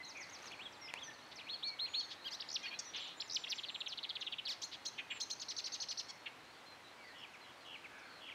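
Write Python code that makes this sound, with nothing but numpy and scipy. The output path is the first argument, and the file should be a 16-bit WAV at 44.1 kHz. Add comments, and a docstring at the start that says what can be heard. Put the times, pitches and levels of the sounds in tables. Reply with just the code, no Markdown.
"""Open shrubland. A warbler sings from the top of a bush: rising whistles, rippling chips, rasps, nasal
calls and a two-voiced trill. One side of its syrinx whistles; both sides together squeak and trill.
Other small birds sing farther off, the foliage scatters every note back, and the open air murmurs
underneath. Early on, leaves rustle and two ticks, one faint and one sharp, sound near the microphone."""
import sys
import numpy as np
from scipy import signal
from scipy.fft import rfft, irfft, next_fast_len
from scipy.io import wavfile
from scipy.ndimage import uniform_filter1d

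SR = 44100
rng = np.random.default_rng(int(sys.argv[2]) if len(sys.argv) > 2 else 0)


def dump_mix(stems):
    """Bounce the given channels to the path in sys.argv[1] as a 16-bit WAV at rate SR."""
    frames = np.atleast_2d(stems).T  # one column per channel
    limited = np.clip(frames, -1, 1)  # hard clip at full scale
    pcm = np.round(limited * 32767).astype(np.int16)
    wavfile.write(sys.argv[1], SR, pcm)


N = 367794
TIME = np.arange(N) / SR
UPPER_HZ, UPPER_WIDTH_HZ = 12230, 1260  # the windpipe's upper resonance
BAND_LIMIT_HZ = 15720


def warbler():
    """The near bird's whole phrase, from pure whistles to hoarse noise."""
    return gather(slurs() + stutters() + fast_run() + chucks() + squeaks() + trill() + nasals() + rasps())


def slurs():
    """The warbler's fluttering whistles: rising arches, quick flicks and one long swoop."""
    # Note shapes. Each row: share of the note, pitch in Hz, level in dB, ripple depth in Hz.
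    arch = [(0, 2940, -14, 197), (.15, 3680, 0.5, 323), (.3, 4190, -2.5, 43), (.63, 4325, -0.5, 3),
            (.84, 4320, -2, 0), (1, 3954, -6.5, 0)]
    flick = [(0, 3110, -10, 400), (.28, 4450, 3, 400), (.53, 5690, -9.5, 350), (.62, 4900, -7.5, 300),
             (.8, 3400, -1.5, 350), (1, 2330, -10, 297)]
    # Each row: start in seconds, length in seconds, level in dB and, for arches, a pitch factor.
    arches = [(1.487, 0.079, -43, 1.005), (1.624, 0.083, -40, 1.012), (1.787, 0.079, -39, 0.9812),
              (1.935, 0.081, -37, 1.01)]
    flicks = [(2.399, .03, -41.5), (3.199, .028, -39.5)]
    # Up and down again. Each row: time in seconds, pitch in Hz, level in dB, ripple depth in Hz.
    swoop = [(3.467, 2050, -51.5, 200), (3.475, 2836, -44, 400), (3.487, 4250, -54.5, 705),
             (3.494, 5470, -54, 500), (3.503, 5750, -41.5, 500), (3.516, 4500, -41.5, 645),
             (3.531, 2960, -36.5, 540), (3.54, 2500, -49, 302)]
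    notes = [sing(arch, *row, overtone_db=-38, upper_db=-28) for row in arches]
    notes += [sing(flick, *row, upper_db=-27) for row in flicks]
    return notes + [slur(swoop, upper_db=-9)]


def stutters(plunge_s=.0335, stroke_s=.007, top_hz=5690, step_hz=375, fall_hz=1600):
    """Four short falling strokes, each higher than the last, run into a loud plunge."""
    # Each row: share of the note, pitch in Hz, level in dB, ripple depth in Hz.
    plunge = [(0, 6020, -11, 250), (.16, 5630, -3, 400), (.32, 5680, -5.5, 150), (.58, 4210, .5, 0),
              (.79, 3100, -1.5, 200), (1, 2300, -14, 200)]
    # Each row: start of the plunge in seconds, stroke spacing in seconds, level in dB.
    cues = [(2.54, .013, -36), (3.343, .0113, -34.5)]
    notes = []
    for s, gap_s, db in cues:
        notes.append(sing(plunge, s, plunge_s, db))
        for k in range(4):  # counting back from the plunge
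            hz = top_hz - k * step_hz
            notes.append(chip(s - (k + 1) * gap_s, stroke_s, hz + fall_hz / 2, hz, hz - fall_hz / 2, db - 8))
    return notes


def fast_run(landing_hz=2750):
    """Rippling chips all fall to one pitch; higher ones start farther up and ripple more slowly."""
    # Each row: start in seconds, length in seconds, middle pitch in Hz, level in dB.
    cues = [(3.437, 0.015, 3280, -43.5), (3.581, 0.021, 3480, -43.5), (3.632, .022, 3460, -44.5),
            (3.684, 0.022, 3650, -43.5), (3.744, 0.02, 3526, -42.5), (3.804, .02, 3540, -41.5),
            (3.86, 0.02, 3420, -42.5), (3.92, 0.019, 3540, -44), (3.974, 0.023, 3730, -44),
            (4.029, .026, 3690, -42), (4.091, .023, 3800, -41), (4.153, .02, 3535, -42),
            (4.21, .024, 3530, -41.5), (4.264, 0.022, 3320, -41.5), (4.321, 0.024, 3264, -41.5),
            (4.382, 0.02, 3120, -42.5), (4.451, 0.036, 3880, -43)]
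    notes = []
    for s, length, hz, db in cues:
        height = hz / landing_hz
        arc = hz * height ** .62, hz, landing_hz
        notes.append(chip(s, length, *arc, db, depth_hz=644, rate_hz=397 / height ** 3.1))
    return notes


def chucks(arc_hz=(3300, 2600, 2350), jitter=.105):
    """Low falling notes, shaken so fast that they turn harsh, dying away in the throat."""
    # Each row: start in seconds, length in seconds, level in dB.
    cues = [(4.975, 0.047, -40.5), (5.096, 0.052, -41), (6.254, 0.0385, -43)]
    notes = []
    for s, length, db in cues:
        u, hz = glide(length, *arc_hz)
        harsh = whistle(hz * (1 + jitter * wander(len(u), 1533)), depth_hz=750, rate_hz=430)
        voice = resonate(harsh, hz=2650, width_hz=1900)
        notes.append((s, amp(db) * unit(voice) * swell(u, .32) ** 2))
    return notes


def squeaks(attack_s=.0068, release_s=.008):
    """Two voices leap up together and spread apart, with clear overtones."""
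    # Each row: share of the note, low voice in Hz, high voice in Hz, level in dB.
    shape = [(0, 1833, 2487, 0.5), (.2, 3150, 3680, -4), (0.361, 4273, 5680, -2), (.59, 4240, 6760, -10),
             (.8, 4050, 6160, -7), (1, 3680, 4700, -18)]
    # Each row: start and full length in seconds, level in dB, high-voice factor, cut-off in seconds.
    cues = [(4.615, 0.07, -34.5, 1.07, .049), (4.851, 0.045, -33, 1.0, .05), (5.2, .047, -31.5, .99, .05),
            (5.298, 0.046, -33, 1.0, .05)]
    notes = []
    for s, length, db, factor, stop_s in cues:
        rows = [(u * length, low, high, db + lift_db) for u, low, high, lift_db in shape]
        voice = two_voices(rows, factor, high_db=-1.5, coupling=.7, jitter=.011, octave_db=0, hiss_db=-4)
        voice = voice[:int(stop_s * SR)]
        t = np.arange(len(voice)) / SR
        notes.append((s, voice * np.minimum(t / attack_s, 1) * np.minimum(t[::-1] / release_s, 1)))
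    return notes


def trill(length_spread=.0314, level_spread_db=1):
    """A two-voiced syllable, repeated with small slips of timing and breath pressure."""
    # Each row: seconds into the syllable, low voice in Hz, high voice in Hz, level in dB.
    syllable = [(0, 3410, 3930, -5), (.005, 4328, 5280, -2.5), (.015, 4474, 6150, -6.5),
                (.021, 4200, 5870, -1.5), (.026, 3897, 5040, 1.5), (.031, 2700, 3500, -1),
                (.037, 2077, 2710, 3.5), (.045, 1720, 2140, 4.5)]
    # Each row: start in seconds, level in dB, pitch factor on the high voice.
    cues = [(5.396, -40, 1.13), (5.483, -38, 1.02), (5.564, -37, 1.04), (5.64, -37, 1), (5.719, -38, 1.08),
            (5.8, -37.5, 1.05), (5.885, -37, 1.02), (5.973, -37, 1)]
    notes = []
    for s, db, factor in cues:
        stretch, *slips = rng.standard_normal(len(syllable) + 1)
        rows = [(t * (1 + length_spread * stretch), low, high, lift_db + level_spread_db * slip)
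                for (t, low, high, lift_db), slip in zip(syllable, slips)]
        voice = two_voices(rows, factor, high_db=.5, coupling=.36, jitter=.0323, octave_db=-6, hiss_db=-14)
        notes.append((s, amp(db) * voice))
    return notes


def nasals(upper_db=-31):
    """A pulsing membrane, rich in harmonics, sounds through the throat and its upper resonance."""
    # Each row: start and length in seconds; start, middle and end pitch in Hz; resonance and
    # its width in Hz; level in dB; loudest point and roughness, both from 0 to 1.
    cues = [ (2.24, 0.056, 1288, 1626, 1150, 3540, 1300, -43, 0.65, 0.13),
            (2.304, 0.056, 1257, 1667, 2130, 4664, 1430, -44, 0.85, .18),
            (2.626, 0.04, 800, 821.2, 810, 2800, 850, -48, 0.5, 0.2),
            (2.655, 0.039, 758, 966, 1099, 2700, 990, -45, 0, 0.5),
            (2.698, 0.058, 828, 792, 867, 2740, 850, -47, 0.73, 0.44),
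            (2.788, 0.021, 912, 936, 870, 5700, 1440, -39.5, 0.23, 0.32),
            (4.477, .071, 2996, 1793, 1015, 4230, 1630, -39.5, 0.11, 0.14),
            (6.081, 0.032, 970, 1127, 980, 4800, 1880, -46.5, 0.8, 0.21)]
    notes = []
    for s, length, start, middle, end, hz, width, db, peak, rough in cues:
        u, pitch = glide(length, start, middle, end)
        turn = phase(pitch, jitter=.1 * rough)
        pulses = sum(np.cos(k * turn) * (k * pitch < BAND_LIMIT_HZ) for k in range(1, 10))
        drive = (1 - rough) * unit(pulses) + rough * rng.standard_normal(len(u))
        voice = resonate(drive, hz, width) + amp(upper_db) * resonate(drive, UPPER_HZ, UPPER_WIDTH_HZ)
        notes.append((s, amp(db) * unit(voice) * swell(u, peak)))
    return notes


def rasps(rattle=.12, rattle_hz=260):
    """Chaotic vibration: hoarse, rattling noise in the throat resonance."""
    # Each row: start and length in seconds, resonance and width in Hz, level in dB, loudest point 0-1.
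    cues = [(1.31, 0.028, 3600, 1363, -52.5, 0.5), (2.093, 0.053, 3980, 1470, -48, 0.62),
            (2.932, 0.079, 3240, 1110, -44, 0.3), (2.975, 0.19, 3440, 940, -48, 0.18),
            (4.712, 0.054, 3650, 1610, -47, 0.48), (5.131, 0.052, 2840, 1090, -52.5, 0.9)]
    notes = []
    for s, length, hz, width, db, peak in cues:
        u = np.linspace(0, 1, int(length * SR))
        drive = rng.standard_normal(len(u))
        drive *= 1 + rattle * np.sin(phase(np.full(len(u), rattle_hz), jitter=.32))
        notes.append((s, amp(db) * unit(resonate(drive, hz, width)) * swell(u, peak)))
    return notes


def whistle(hz, depth_hz, rate_hz, throb=.49, overtone_db=-44, upper_db=-32):
    """One side of the syrinx: a near sine whose pitch ripples unevenly, loudest on each downstroke."""
    ripple = phase(np.full(len(hz), rate_hz), jitter=.22)
    reach = np.clip(.75 + .25 * wander(len(hz), 300), 0, 1)
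    turn = phase(hz + depth_hz * reach * np.cos(ripple), jitter=.0076)
    pulse = 1 + throb * np.minimum(depth_hz / 500, 1) * np.sin(ripple)
    tone = np.sin(turn)
    for k in (2, 3):  # overtones light up as they cross the upper resonance
        lift = np.exp(-(2 * (k * hz - UPPER_HZ) / UPPER_WIDTH_HZ) ** 2)
        gain = (amp(overtone_db) + amp(upper_db) * lift) / (k - 1) ** 2
        tone += gain * np.sin(k * turn) * (k * hz < BAND_LIMIT_HZ)
    return np.sqrt(2) * pulse * tone


def two_voices(rows, high_factor, high_db, coupling, jitter, octave_db, hiss_db):
    """Both sides of the syrinx sound at once; the shared airflow adds overtones and sum tones."""
    # Windpipe and beak. Each row: frequency in Hz, gain in dB.
    throat = [(1000, -29), (2200, -25.5), (3200, -12), (4200, -2.5), (6400, -2), (7300, -10.5), (8500, -22),
              (10500, -27.5), (12700, -18), (15000, -29)]
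    low_hz, high_hz, db = contour(rows)
    slack = np.clip(2 * (1 - low_hz / low_hz.max()), 0, 1)  # slack membranes run rough and leak hiss
    tremble = jitter + .049 * slack
    low = np.sin(phase(low_hz, tremble))
    high = amp(high_db) * np.sin(phase(high_hz * high_factor, tremble))
    products = low ** 2 + 2 * low * high + amp(octave_db) * high ** 2
    hiss = amp(hiss_db) * slack * rng.standard_normal(len(low))
    flow = low + high + coupling * (products - products.mean()) + hiss
    return colour(flow, throat) * amp(db) * signal.windows.tukey(len(db), .08)


def slur(rows, overtone_db=-44, upper_db=-21.5):
    """A whistle that flutters as it climbs or falls along a contour."""
    hz, db, depth_hz = contour(rows)
    tone = whistle(hz, depth_hz, rate_hz=202.7, overtone_db=overtone_db, upper_db=upper_db)
    return rows[0][0], amp(db) * tone * signal.windows.tukey(len(hz), .06)


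def sing(shape, s, length, db, factor=1, **tone):
    """One rendition of a learned note, stretched to its length and moved in pitch and level."""
    rows = [(s + u * length, hz * factor, db + lift_db, depth) for u, hz, lift_db, depth in shape]
    return slur(rows, **tone)


def chip(s, length, start, middle, end, db, depth_hz=0, rate_hz=0):
    """A short whistled arc through three pitches."""
    u, hz = glide(length, start, middle, end)
    return s, amp(db) * whistle(hz, depth_hz, rate_hz, throb=.41) * signal.windows.tukey(len(u), .3)


def ticks(attack_s=.00048):
    """Small dry knocks that die within milliseconds."""
    # Each row: start in seconds, peak level in dB.
    cues = [(.519, -39), (.9387, -26)]
    # The ring. Each row: frequency in Hz, level in dB, seconds to fade by 60 dB.
    modes = [(957, -10.5, 0.0096), (2200, 4.5, 0.003), (2510, -12, 0.0071), (4240, -1.5, 0.0026),
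             (6500, 2, 0.00143), (9500, -8, .002)]
    t = np.arange(SR // 40) / SR
    ring = sum(amp(db - 60 * t / t60) * np.sin(2 * np.pi * hz * t) for hz, db, t60 in modes)
    ring *= 1 - np.exp(-t / attack_s)
    return gather([(s, amp(db) * ring / abs(ring).max()) for s, db in cues])


def neighbours(drop_s=.025, drop_hz=(2980, 2534, 2080)):
    """Clear whistled notes from birds in the next bushes."""
    # Plain whistles. Each row: start and length in seconds, pitch in Hz, share it droops, level in dB.
    whistles = [(0, 0.024, 2070, 0.051, -51), (.808, 0.0743, 5640, 0.15, -55),
                (.809, 0.11, 2117, 0.035, -58), (1.028, .063, 6180, 0.095, -55.5),
                (1.077, .024, 1830, 0.054, -52.5), (1.038, .022, 4700, .11, -64),
                (1.098, 0.018, 3450, 0.46, -57.5), (1.132, 0.024, 4550, .11, -61),
                (1.634, .13, 2347, 0.074, -58), (1.864, 0.25, 6790, 0.076, -67),
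                (2.656, 0.045, 4485, .04, -48.5), (2.737, 0.033, 4230, .1, -54),
                (2.847, 0.066, 5980, 0.061, -55.5), (3.29, 0.064, 3930, 0.041, -57),
                (3.654, 0.029, 4667, .12, -55.5), (4.245, 0.0207, 4140, 0.16, -57),
                (4.316, 0.014, 4560, .05, -57), (6.655, 0.091, 4188, 0.043, -62),
                (7.18, .04, 5370, .01, -68), (7.41, 0.053, 4180, 0.095, -64),
                (7.6, 0.066, 4260, .14, -67.5)]
    # The purring bird's low falling notes. Each row: start in seconds, level in dB, pitch factor.
    drops = [(7.232, -53, 1.05), (7.335, -56, 0.96), (7.742, -51, 1.0), (7.841, -51.5, 0.95),
             (8.281, -54, .88), (8.308, -52.5, 1.0)]
    # A low, wavering whistle. Each row: time in seconds, pitch in Hz, level in dB, ripple depth in Hz.
    waver = [(6.98, 2330, -67, 20), (7.035, 2240, -62, 20), (7.055, 1950, -59, 20), (7.085, 2005, -61, 20),
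             (7.105, 1810, -61, 20), (7.17, 2007, -60, 20)]
    notes = hooks() + sweeps() + [droop(*row) for row in whistles] + couplets()
    notes += [chip(s, drop_s, *np.multiply(drop_hz, factor), db) for s, db, factor in drops]
    return gather(notes + reel() + [slur(waver)])


def hooks():
    """A thin note, repeated: it climbs, fades at the top and slides down."""
    # Each row: seconds into the note, pitch in Hz, level in dB.
    shape = [(0, 5000, -5.5), (.01, 6380, -3), (.024, 6870, -27), (.043, 6540, -1.5), (.063, 5040, -1),
             (.085, 3800, -7)]
    # Each row: start in seconds, level in dB.
    cues = [(.044, -53), (0.167, -52.5), (0.291, -53), (.419, -54)]
    hz, shape_db = contour(shape)
    fade = signal.windows.tukey(len(hz), .1)
    return [(s, amp(db + shape_db) * whistle(hz, 0, 0) * fade) for s, db in cues]


def sweeps(top_hz=6900, goal_hz=3040, fall_s=.028):
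    """Steep falls that slow as the pitch relaxes; longer ones reach lower."""
    # Each row: start in seconds, length in seconds, level in dB.
    cues = [(0.718, 0.066, -63.5), (1.353, 0.056, -55.5), (1.672, 0.0246, -59), (1.991, 0.062, -52.5),
            (2.306, 0.02, -59.5), (2.628, 0.034, -55.5), (2.959, .037, -52), (3.276, 0.022, -59),
            (3.074, .016, -61), (3.555, 0.028, -55), (3.877, 0.049, -50.5), (4.204, 0.0255, -56),
            (7.335, .018, -71), (7.66, .02, -72), (7.983, .02, -69)]
    notes = []
    for s, length, db in cues:
        arc = goal_hz + (top_hz - goal_hz) * np.exp(-np.array([0, .5, 1]) * length / fall_s)
        notes.append(chip(s, length, *arc, db))
    return notes


def droop(s, length, hz, fall, db, depth_hz=0, rate_hz=0):
    """A held note that sags ever faster towards its end."""
    return chip(s, length, hz, hz * (1 - fall / 4), hz * (1 - fall), db, depth_hz, rate_hz)


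def couplets(point_s=.035, hump_after_s=.081, hump_s=.084):
    """Two-note calls: a pointed whistle, then a rounded one."""
    # Note shapes. Each row: share of the note, pitch in Hz, level in dB, ripple depth in Hz.
    point = [(0, 2200, -1.5, 0), (.3, 2790, 2, 0), (.47, 3580, -2, 0), (.72, 2725, 1.5, 0),
             (1, 2230, 1, 0.004)]
    hump = [(0, 2230, 0.5, 30), (.22, 2750, 1.5, 79), (.48, 3690, -3.5, 50), (.62, 3830, -10, 0),
            (.82, 3365, 4.5, 0), (1, 3110, 0, 0)]
    # Each row: start in seconds, level in dB.
    cues = [(.511, -52), (.876, -52.5), (1.386, -53.5), (1.857, -53.5)]
    notes = []
    for s, db in cues:
        notes += [sing(point, s, point_s, db), sing(hump, s + hump_after_s, hump_s, db)]
    return notes


def reel(start_s=.99, gap_s=.0247, stroke_s=.00746, arc_hz=(6450, 5370, 4300)):
    """A distant bird's dry, even reel of tiny downstrokes."""
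    return [chip(start_s + k * gap_s, stroke_s, *arc_hz, db=-68) for k in range(14)]


def buzzers():
    """Buzzing, purring and thin high notes from deeper in the shrubs."""
    # Each row: start and length in seconds, middle pitch in Hz, level in dB.
    thin_arcs = [(0.56, 0.25, 7650, -77.5), (2.473, .07, 7030, -67), (2.997, .065, 7330, -68),
                 (3.162, 0.11, 7250, -66), (3.338, 0.111, 7340, -66.5), (3.52, .11, 7270, -69),
                 (3.694, 0.13, 7480, -67.5), (5.099, 0.088, 7480, -61.5)]
    # Each row: start and length in seconds, level in dB.
    purrs = [(7.135, 0.13, -59.5), (7.426, .1, -65.5), (7.639, 0.12, -56.5), (8.197, 0.13, -56)]
    # Each row: start and length in seconds, pitch in Hz, share it falls, level in dB,
    # ripple depth in Hz, ripples a second.
    buzzes = [(0.026, .064, 4140, 0.048, -54.5, 200, 99), (0.146, .085, 2465, 0.25, -52, 180, 147),
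              (6.83, 0.072, 3950, 0.0068, -65.5, 150, 60), (7.03, .11, 4640, .16, -67, 200, 70),
              (7.869, .26, 1644, .17, -66, 201, 70), (7.918, .17, 2420, 0.099, -64, 280, 70),
              (8.081, .14, 4390, 0.096, -67, 150, 60)]
    thin = [chip(s, length, hz * .96, hz, hz * .935, db, depth_hz=70, rate_hz=110)
            for s, length, hz, db in thin_arcs]
    return gather(thin + [purr(*row) for row in purrs] + [droop(*row) for row in buzzes])


def purr(s, length, db, pitch_hz=3043, depth_hz=310, rate_hz=88, rise_db=6, throb=.61, sag=.05):
    """A rippling note, loudest on each downstroke, that grows louder and sags as it goes."""
    u = np.linspace(-.5, .5, int(length * SR))
    ripple = phase(np.full(len(u), rate_hz), jitter=.053)
    hz = pitch_hz * (1 - sag * u) + depth_hz * np.cos(ripple)
    tone = np.sin(phase(hz, jitter=.023)) * (1 + throb * np.sin(ripple))
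    return s, np.sqrt(2) * amp(db + rise_db * u) * tone * signal.windows.tukey(len(u), .4)


def far_chorus(count=300, high_hz=4050, low_hz=2200, spread=.25):
    """Distant birds in two registers: arcs of random pitch and length, heard only through the leaves."""
    notes = []
    for when, length, register, pitch, bend, slope in rng.random((count, 6)):
        hz = (high_hz if register < .7 else low_hz) * np.exp(spread * (pitch - .5))
        arc = hz, hz * (.81 + .2 * bend), hz * (.7 + .303 * slope)
        notes.append(chip(when * N / SR, .033 + .07 * length, *arc, db=0, depth_hz=110, rate_hz=45.21))
    chorus = gather(notes)
    return unit(foliage(chorus) + twigs(chorus))


def distant_warble(pitch_hz=4155, span=.065, swing_db=5.5, direct_db=-6):
    """An unbroken song that meanders in pitch and comes and goes, heard mostly through the leaves."""
    hz = pitch_hz * np.exp(span * wander(N, 26))
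    song = whistle(hz, depth_hz=121, rate_hz=60) * amp(swing_db * np.tanh(2 * wander(N, 17)))
    return unit(amp(direct_db) * song + twigs(song) + foliage(song))


def leaf_bounce(x, db=-12, delay_s=.00363):
    """One strong reflection from the top of the shrub follows the direct sound closely."""
    return x + amp(db) * gather([(delay_s, x)])


def twigs(x, decay_s=.0077):
    """The leaves right around the perch smear each note by a few milliseconds."""
    t = np.arange(SR // 25) / SR
    taps = rng.standard_normal(len(t)) * np.exp(-t / decay_s) * (t > .001)
    return signal.fftconvolve(x, taps / np.linalg.norm(taps))[:N]


def foliage(x, build_s=.0081, echoes_per_s=2000):
    """Leaves and bushes scatter sound back: sparse echoes that build up, then die band by band."""
    # Each row: frequency in Hz, seconds to fade by 60 dB.
    decay_times = [(1500, 0.75), (4000, 0.29), (6500, 0.61), (9000, 0.25), (15000, 0.063)]
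    t = np.arange(SR * 3 // 4) / SR
    taps = rng.standard_normal(len(t)) * (rng.random(len(t)) < echoes_per_s / SR)
    taps *= 1 - np.exp(-t / build_s)
    hz, s, bands = signal.stft(taps, SR, nperseg=256)
    decay = amp(-60 * s / read(decay_times, hz)[:, None])
    tail = signal.istft(bands * decay, SR, nperseg=256)[1]
    return signal.fftconvolve(x, tail / np.linalg.norm(tail) * np.sqrt(.5))[:N]


def rustle(start_s=.22, length_s=.36, db=-59, grain_db=5.5):
    """Leaves brush together: grainy noise that swells and stops."""
    # Each row: frequency in Hz, relative level in dB.
    spectrum = [(300, -12), (1200, 5), (4000, 4), (8000, -13), (15000, -26)]
    u = np.linspace(0, 1, int(length_s * SR))
    grains = rng.standard_normal(len(u)) * amp(grain_db * wander(len(u), 252))
    return gather([(start_s, amp(db) * unit(colour(grains, spectrum)) * swell(u, .58))])


def air(db=-58.5, low_hz=2200, drift_db=.22):
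    """Distant wind and leaves: a steady wash whose low part swells slowly."""
    # Each row: frequency in Hz, relative level in dB.
    spectrum = [(25, -35), (50, -18), (90, -7), (130, -6), (200, -8), (280, -2.5), (380, -5), (550, -3.5),
                (900, -1.5), (1400, -4), (2500, -7), (5000, -15.5), (8000, -23), (15500, -35)]
    # The outline that the swell partly follows. Each row: time in seconds, level in dB.
    outline = [(0, -60.5), (.5, -57.5), (.8, -59), (1.4, -60.5), (2.6, -60), (3.6, -61.5), (5, -61),
               (6.6, -61), (8.3, -60.5)]
    wash = amp(db) * unit(colour(rng.standard_normal(N), spectrum))
    low = signal.sosfiltfilt(signal.butter(2, low_hz, fs=SR, output="sos"), wash)
    s, outline_db = np.transpose(outline)
    swell_db = .7 * np.interp(TIME, s, outline_db - np.percentile(outline_db, 25))
    swell_db += drift_db * wander(N, 5.1)
    return wash + low * (amp(swell_db) - 1)


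def amp(db):
    """Turns decibels into a gain."""
    return 10 ** (np.asarray(db) / 20)


def unit(x):
    """Scales to an rms of one."""
    return x / np.sqrt(np.mean(x ** 2) + 1e-20)


def read(points, hz):
    """Reads a curve on a log-frequency axis."""
    f, value = np.transpose(points)
    return np.interp(np.log(hz + 1), np.log(f + 1), value)


def colour(x, points):
    """Filters by a spectrum in dB."""
    size = next_fast_len(len(x) + 256)
    gain = amp(read(points, np.fft.rfftfreq(size, 1 / SR)))
    return irfft(rfft(x, size) * gain, size)[:len(x)]


def resonate(x, hz, width_hz):
    """A steep-sided resonance."""
    off = (np.fft.rfftfreq(2 * len(x), 1 / SR) - hz) / width_hz
    return irfft(rfft(x, 2 * len(x)) / (1 + 2 * off ** 2 + .5 * off ** 4))[:len(x)]


def wander(size, hz):
    """A random drift of about unit size that turns hz times a second."""
    knots = np.arange(size) * hz / SR
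    return np.interp(knots, np.arange(4096), rng.standard_normal(4096))


def phase(hz, jitter):
    """Running phase of a membrane whose pitch trembles a little."""
    return 2 * np.pi * np.cumsum(hz * (1 + jitter * wander(len(hz), 906))) / SR


def contour(rows):
    """Joins the timed points of a note into smooth curves, one for each column after the time."""
    s, *columns = np.transpose(rows)
    s = np.sort(s)
    t = np.arange(s[0], s[-1], 1 / SR)
    return [uniform_filter1d(np.interp(t, s, c), size=130, mode="nearest") for c in columns]


def glide(length, start, middle, end):
    """Progress 0-1 through a note, and a pitch arc through three points."""
    u = np.linspace(0, 1, max(int(length * SR), 64))
    parabola = np.polyfit([0, .5, 1], np.log([start, middle, end]), 2)
    return u, np.exp(np.polyval(parabola, u))


def swell(u, peak):
    """Air pressure rises to its loudest point and falls away."""
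    return np.sin(np.pi / 2 * np.interp(u, [0, np.clip(peak, .05, .95), 1], [0, 1, 0]))


def gather(notes):
    """Lays (start in seconds, sound) pairs on one track."""
    track = np.zeros(N)
    for s, sound in notes:
        part = track[max(round(s * SR), 0):][:len(sound)]
        part += sound[:len(part)]
    return track


def scene():
    """Birds and ticks reach a single microphone directly and by way of the leaves."""
    # The far birds' fader. Each row: time in seconds, gain in dB.
    far_fader = [(0, -69), (2.2, -59.5), (4.5, -64.5), (6.2, -62.5), (6.7, -70.5), (7.4, -70.5),
                 (8.3, -67.5)]
    # How well leaves reflect. Each row: frequency in Hz, gain in dB.
    leaf_tone = [(1500, 9), (3000, 1), (4500, 6), (6200, 2.5), (7500, -0.5), (10000, -5)]
    near = leaf_bounce(warbler()) + ticks()
    others, buzzes = neighbours(), buzzers()
    far = amp(-3) * far_chorus() + amp(-5) * distant_warble()
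    far *= amp(np.interp(TIME, *np.transpose(far_fader)))
    smear = twigs(amp(-17) * near + amp(-10) * (others + buzzes))  # neighbours sing through more leaves
    echo_send = amp(-16) * near + amp(-12) * others + amp(-8) * buzzes
    echoes = foliage(colour(echo_send, leaf_tone))
    mono = near + others + buzzes + smear + echoes + far + rustle() + air()
    return np.array([mono, mono])


def record(dry):
    """A steep low-pass takes off the highest treble."""
    lowpass = signal.firwin(511, BAND_LIMIT_HZ, window=("kaiser", 9), fs=SR)
    return signal.oaconvolve(dry, lowpass[None], "same", axes=1)


dry = scene()
out = record(dry)
dump_mix(out)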